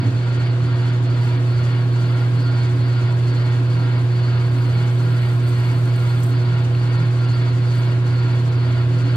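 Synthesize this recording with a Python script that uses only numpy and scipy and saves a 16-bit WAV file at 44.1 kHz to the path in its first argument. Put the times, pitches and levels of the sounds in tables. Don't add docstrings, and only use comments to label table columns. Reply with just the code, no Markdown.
import sys
import numpy as np
from scipy import signal
from scipy.fft import rfft, irfft
from scipy.io import wavfile
from scipy.ndimage import uniform_filter1d

SR = 44100
rng = np.random.default_rng(int(sys.argv[2]) if len(sys.argv) > 2 else 0)


def transcribe(signal):
    frames = np.atleast_2d(signal).T
    limited = np.clip(frames, -1, 1)
    pcm = np.round(limited * 32767).astype(np.int16)
    wavfile.write(sys.argv[1], SR, pcm)


N = 403956
T = np.arange(N) / SR
FREQ = np.fft.rfftfreq(N, 1 / SR)
WHEEL_HZ = 2.286


def gain_of(db):
    return 10 ** (np.asarray(db) / 20)


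def unit_rms(x):
    return x / np.sqrt(np.mean(abs(x) ** 2) + 1e-20)


def over_pitch(rows):
    hz, value = np.transpose(rows)
    return np.interp(np.log(FREQ + 1), np.log(hz + 1), value)


def drift(rate_hz):
    knots = rng.standard_normal(6000)
    return unit_rms(np.interp(T * rate_hz, np.arange(len(knots)), knots))


def hump(offset, width):
    return np.exp(-(offset / width) ** 2)


def accents(rows, half_length_s=0.13):
    return sum(db * hump(T - crest_s, half_length_s) for crest_s, db in rows)


def tone(cycles, db, phase):
    return np.sqrt(2) * gain_of(db) * np.sin(2 * np.pi * (cycles + rng.random()) - np.array([[0], [phase]]))


def stereo_noise(spectrum):
    # frequency_hz, coherence
    likeness = [(60, 0.63), (150, 1), (330, 0.91), (450, 0.7), (630, 0.077), (1240, 0.66), (1800, -0.29),
                (3400, 0.6), (4700, -0.28)]
    coherence = over_pitch(likeness)
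    mid, side = rfft(rng.standard_normal((2, N))) * np.sqrt([1 + coherence, 1 - coherence])
    return unit_rms(irfft(np.array([mid + side, mid - side]) * gain_of(over_pitch(spectrum)), N))


def resonate(force, hz, width_hz, phase, wander_hz=0):
    pole = np.exp((-np.pi * width_hz + 2j * np.pi * hz) / SR)
    ring = signal.lfilter([1], [1, -2 * pole, pole ** 2], force * rng.standard_normal(len(force)))
    if wander_hz:
        ring = ring * np.exp(2j * np.pi * np.cumsum(wander_hz * drift(30)[:len(force)]) / SR)
    return np.array([ring.real, (ring * np.exp(-1j * phase)).real])


def sustained(ring, force, firmness=0.45, span_s=0.029):
    window = int(span_s * SR) + 1
    force_level, ring_level = (unit_rms(np.sqrt(abs(uniform_filter1d(power, window))))
                               for power in (force ** 2, (ring ** 2).mean(0)))
    return unit_rms(ring * ((force_level + 0.01) / (ring_level + 0.01)) ** firmness)


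def tooth_ripple(count, depth_db):
    return gain_of(depth_db * np.cos(2 * np.pi * count * WHEEL_HZ * T))


def wheel_load(swing_db, crest_turns, slack_db, slack_turns=0.28):
    turns = T * WHEEL_HZ
    slack = hump((turns - slack_turns + 0.5) % 1 - 0.5, width=0.11)
    load_db = swing_db * np.cos(2 * np.pi * (turns - crest_turns)) + slack_db * slack
    return load_db - load_db.mean()


def workshop(x, wet=0.5, t60_s=0.16, echoes_per_s=2000):
    age = np.arange(SR // 5) / SR
    shape = (2, len(age))
    echoes = rng.standard_normal(shape) * (rng.random(shape) < echoes_per_s / SR) * (age > 0.002)
    echoes *= np.exp(-np.log(1000) * age / t60_s)
    echoes /= np.linalg.norm(echoes, axis=1, keepdims=True)
    return (x + wet * signal.oaconvolve(x, echoes, axes=1)[:, :N]) / np.hypot(1, wet)


def from_chuck(force, spectrum, left_lag_s=0.000249):
    # frequency_hz, power_share
    direct_shares = [(5500, .15), (7000, 0.57), (8200, 0.92), (12000, 1)]
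    share = over_pitch(direct_shares)
    friction = rfft(force * rng.standard_normal((3, N))) * unit_rms(gain_of(over_pitch(spectrum)))
    delay = np.exp(-2j * np.pi * FREQ * np.array([[left_lag_s], [0]]))
    direct = np.sqrt(share) * delay * friction[0]
    diffuse = np.sqrt(1 - share) * friction[1:]
    return irfft(direct + diffuse, N)


def hiss(level_db=-53.5, flicker_db=1.9, ceiling_db=1.0):
    # frequency_hz, relative_db
    spectrum = [(2500, -11), (5000, 8), (7000, 8), (8000, 1.5), (9300, 3), (10500, -4.5), (12500, -10.5),
                (15500, -28.5)]
    # rate_hz, relative_depth, crest_s
    flutters = [(11.2, 1.1, .072), (13.06, 1.2, .042), (16.98, 1.3, .057)]
    flutter_db = 1.5 * sum(depth * np.cos(2 * np.pi * hz * (T - crest_s)) for hz, depth, crest_s in flutters)
    force = gain_of(level_db + np.minimum(flutter_db, ceiling_db) + flicker_db * drift(40))
    return from_chuck(force, spectrum)


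def thin_ring(level_db=-63, swell_db=3):
    force = gain_of(swell_db * drift(24))
    return gain_of(level_db) * unit_rms(resonate(force, hz=9845, width_hz=90, phase=3.05))


def stand(pitch_hz=160, wander_hz=3, rest_db=-40, uneven_db=3, swell_s=0.032):
    # crest_s, level_db
    swells = [(.63, -28.5), (2.37, -29), (3.78, -28), (4.8, -28), (5.08, -27), (6.53, -26), (7.02, -24.5),
              (8.45, -30)]
    cycles = np.cumsum(pitch_hz + wander_hz * drift(20)) / SR
    level = gain_of(rest_db + uneven_db * drift(14))
    for crest_s, db in swells:
        level += (gain_of(db) - level) * hump(T - crest_s, swell_s)
    return np.sqrt(2) * level * np.sin(2 * np.pi * cycles)


def knocks():
    # start_s, level_db, pitch_hz, width_hz, decay_s
    events = [(.005, -27.5, 282, 160, 0.039), (.468, -40, 3100, 1300, .003),
              (3.953, -36.5, 790, 520, 0.005), (6.748, -37, 2660, 1200, .0022)]
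    out = np.zeros((2, N))
    age = np.arange(SR // 3) / SR
    for start_s, db, hz, width_hz, decay_s in events:
        ring = unit_rms(resonate(np.ones(len(age)), hz, width_hz, phase=0.37))
        envelope = age / decay_s * np.exp(1 - age / decay_s)
        start = round(start_s * SR)
        out[:, start:start + len(age)] += gain_of(db) * envelope * ring
    return out


def whines(waver_db=1.3, wander_hz=0.7):
    # (time_s, level_db)
    partials = [(1045, 1.3, [(0, -65), (1.85, -63), (2.0, -52.5), (3.2, -55), (3.9, -52.5), (6, -52),
                (9.1, -51)]), (1104, 1.2, [(0, -57), (1.55, -55), (1.75, -48), (1.93, -47), (2.05, -56),
                (5.7, -58), (6.05, -55), (9.1, -57)])]
    out = np.zeros((2, N))
    for hz, phase, points in partials:
        cycles = np.cumsum(hz + wander_hz * drift(14)) / SR
        level_db = np.interp(T, *np.transpose(points)) + waver_db * drift(9)
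        out += tone(cycles, level_db, phase)
    return out


def drill(contact_s=1.05, idle_db=-63, attack_s=0.2, build_db=4, release_s=0.054):
    # start_s, length_s, full_level_db
    bites = [(1.147, 0.1, -52), (1.75, 0.65, -63), (4.36, 1.93, -54.5), (7.65, 0.15, -53)]
    # crest_s, half_length_s, level_db
    scrapes = [(5.477, .002, -46.5), (5.493, .018, -48), (6.1, .018, -53), (6.2, .018, -51),
               (6.238, .009, -38.5), (6.268, .014, -48), (6.294, .007, -46.5), (6.306, .002, -46)]
    # frequency_hz, relative_db
    spectrum = [(4000, -19), (6500, -4.5), (7500, -3), (8700, 3), (10200, -3), (12000, -3.5), (13000, -5.5),
                (14200, -13.5), (15500, -10.5)]
    rub_power = gain_of(idle_db) ** 2 * np.clip((T - contact_s) / attack_s, 0, 1)
    for start_s, length_s, db in bites:
        age = T - start_s
        grip = np.clip(age / attack_s, 0, 1) * np.exp(-np.maximum(age - length_s, 0) / release_s)
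        bite_db = db - build_db * np.clip(1 - age / length_s, 0, 1)
        rub_power += (grip * gain_of(bite_db)) ** 2
    grain = unit_rms(gain_of(2.2 * drift(300) + 0.8 * drift(25)))
    scrape_power = sum((gain_of(db) * hump(T - crest_s, half_s)) ** 2 for crest_s, half_s, db in scrapes)
    return from_chuck(np.sqrt(rub_power * grain ** 2 + scrape_power), spectrum)


def mesh(slack_db=-5.5, waver_db=3):
    # pitch_hz, wander_hz, level_db, swing_db, crest_turns, ear_phase_rad
    partials = [(965, 7, -52, 4, .88, 1.5), (1230, 12, -54.5, 3.5, .85, 1.8), (1399, 23, -50, 4, .78, .1)]
    # crest_s, extra_db
    odd_turns = [(.38, -3), (2.2, -1), (3.86, 1.5), (5.15, -1.5), (6.47, 3.5), (6.94, 2.5), (8.7, 1)]
    out = np.zeros((2, N))
    for hz, wander_hz, db, swing_db, crest_turns, phase in partials:
        cycles = np.cumsum(hz + wander_hz * drift(70)) / SR
        load_db = np.minimum(wheel_load(swing_db, crest_turns, slack_db), swing_db / 2)
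        out += tone(cycles, db + accents(odd_turns) + load_db + waver_db * drift(30), phase)
    return out


def fast_shaft(uneven_db=1.14):
    # pitch_hz, width_hz, level_db, swing_db, crest_turns, ear_phase_rad
    rings = [(4200, 72, -54, 4.8, 0.8, .4), (4355, 55, -53, 4.8, 0.69, 0.68),
             (4490, 300, -56, -1.5, 1, 0.93), (4638, 48, -53.5, 5.5, 0.18, 0.49),
             (4850, 60, -63, 4, 0.18, 1.1), (4980, 380, -61.5, 5, 0.18, 1.1)]
    # crest_s, extra_db
    hard_rubs = [(2.52, 2.5), (2.9, 2), (3.36, 3), (4.3, 2.5), (6.98, 2.5), (7.33, 3)]
    load_db = wheel_load(swing_db=0.5, crest_turns=0.64, slack_db=-7)
    force = gain_of(load_db + uneven_db * drift(20) + accents(hard_rubs))
    force *= tooth_ripple(60, depth_db=5) * tooth_ripple(120, depth_db=4)
    shaft_turns = 4 * WHEEL_HZ * T
    out = np.zeros((2, N))
    for hz, width_hz, db, swing_db, crest_turns, phase in rings:
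        rub = force * gain_of(swing_db * np.cos(2 * np.pi * (shaft_turns - crest_turns)))
        ring = resonate(rub, hz, width_hz, phase, wander_hz=14)
        out += gain_of(db) * sustained(ring, rub)
    return out


def gears(whir_db=-34.5, crossover_hz=400):
    # frequency_hz, relative_db
    spectrum = [(20, -34), (45, -19), (80, -3), (130, 3), (250, 0.5), (420, -4), (600, -6), (900, -11),
                (1600, -9.5), (2500, -14.5), (3700, -19), (4700, -21), (5400, -29), (7000, -59.5)]
    # pitch_hz, width_hz, level_db, load_sensitivity, ear_phase_rad
    modes = [(88.4, 13, -41.5, 0, 0), (108.1, 5.8, -41.5, -1.5, 0.5), (280.5, 29, -38.5, -0.8, 0.5),
             (355, 40, -47.5, -2.5, 0.5), (496.6, 60, -51.5, -1.5, 1.1), (617, 45, -48.5, 1, 1.23),
             (676, 30, -48.5, 0.5, 1), (712, 16, -59, 0.5, 1.5), (771, 17, -53, -0.5, 2),
             (830, 15, -55.5, 4, 1), (872, 32, -57.5, 3.5, -0.6), (964, 55, -50, 1.5, 0.95),
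             (1080, 72, -53, -2.5, 1.5), (1228, 73, -50, 0.7, 2), (1410, 110, -49.5, 2.5, 0),
             (1515, 100, -51, 0.5, 1.45), (1636, 79, -51, 0.3, 1.3), (1753, 89, -58.5, 3.5, 3),
             (1862, 59, -51.5, 3, 1.5), (2040, 35, -58, 1, 1), (2130, 78, -52.5, 4, 2.5),
             (2225, 55, -52.5, 3.5, 1), (2366, 60, -58.5, 2.5, 2), (2590, 270, -55, 1, 1.5),
             (2870, 86, -52.5, 3, 1.9), (3067, 71, -55, 1.5, 2), (3356, 210, -59.5, 3, 0.5),
             (3460, 170, -54, 2, 1.5), (3710, 120, -56.5, 0, 3.5), (3950, 240, -57.5, 2, 1.5)]
    load_db = wheel_load(swing_db=0.7, crest_turns=0.97, slack_db=-1.6)
    ripple = tooth_ripple(60, depth_db=1.5)
    whir = gain_of(whir_db + 0.7 * load_db) * stereo_noise(spectrum) * ripple
    bass = irfft(rfft(whir) / (1 + (FREQ / crossover_hz) ** 4), N)
    out = bass + workshop(whir - bass)
    mode_ripple = ripple * tooth_ripple(21, depth_db=1.54) * tooth_ripple(42, depth_db=1.54)
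    for hz, width_hz, db, sensitivity, phase in modes:
        force = gain_of(sensitivity * load_db) * mode_ripple
        out += gain_of(db) * unit_rms(resonate(force, hz, width_hz, phase))
    return out


def mains_hum(mains_hz=59.942, weak_db=-2.5, settle_s=0.58, throb_db=-20.5, beat_hz=12.2):
    # harmonic_number, level_db
    harmonics = [(1, -50.5), (2, -16.5), (4, -50), (6, -37.5), (8, -50.5), (10, -64.5), (12, -62),
                 (14, -57.5)]
    cycles = mains_hz * T
    hum = sum(gain_of(db) * np.cos(2 * np.pi * number * cycles) for number, db in harmonics)
    hum *= gain_of(weak_db * np.exp(-T / settle_s))
    first_dip_s, hold_s, decay_s = 0.033, 0.1, 0.047
    fade = np.exp(-np.maximum(T - hold_s, 0) / decay_s)
    throb = gain_of(throb_db) * fade * np.cos(2 * np.pi * (2 * cycles - beat_hz * (T - first_dip_s)))
    return np.sqrt(2) * (hum - throb)


def motor(waver_db=1.15, waver_cycles=0.023):
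    # pitch_hz, level_db, ear_phase_rad
    partials = [(53.5, -59.5, 0.099), (62.2, -54.5, 0.24), (77, -54.5, 0), (87.6, -47.5, 0.22),
                (88.5, -53, 0.079), (103, -40.5, 0.35), (107, -47.5, 0), (107.7, -47, 0.31),
                (111.2, -44.5, 0.039), (136, -49, 0), (150.3, -44, 0.027), (269.4, -49.5, 0),
                (344, -59.5, 0.12), (377, -50.5, 0.045), (393.3, -52.5, 0.16), (451, -57, 0.44),
                (489.3, -54.5, 0.68), (498, -54.5, 1), (511, -52.5, 1.1), (655, -58, 0.82),
                (832, -59, 0.94), (922, -60.5, 0.072)]
    out = np.ones((2, 1)) * mains_hum()
    for hz, db, phase in partials:
        unsteady = np.sqrt(hz / 300)
        cycles = hz * T + waver_cycles * unsteady * drift(5)
        out += tone(cycles, db + waver_db * unsteady * drift(6), phase)
    return out


def scene():
    machine = motor() + stand() + gears() + mesh() + whines() + fast_shaft() + hiss() + thin_ring()
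    return machine + drill() + knocks()


def record(dry, cutoff_hz=15700):
    # frequency_hz, left_minus_right_db
    balance = [(120, -1.92), (300, -0.6), (550, -3.0), (1200, 0.5), (2500, 1.7), (4500, -0.7), (8000, 0)]
    balance_db = over_pitch(balance)
    heard = irfft(rfft(dry) * gain_of(np.array([balance_db, -balance_db]) / 2), N)
    low_pass = signal.firwin(511, cutoff_hz, window=("kaiser", 9), fs=SR)
    return signal.oaconvolve(heard, low_pass[None], "same")


dry = scene()
out = record(dry)
transcribe(out)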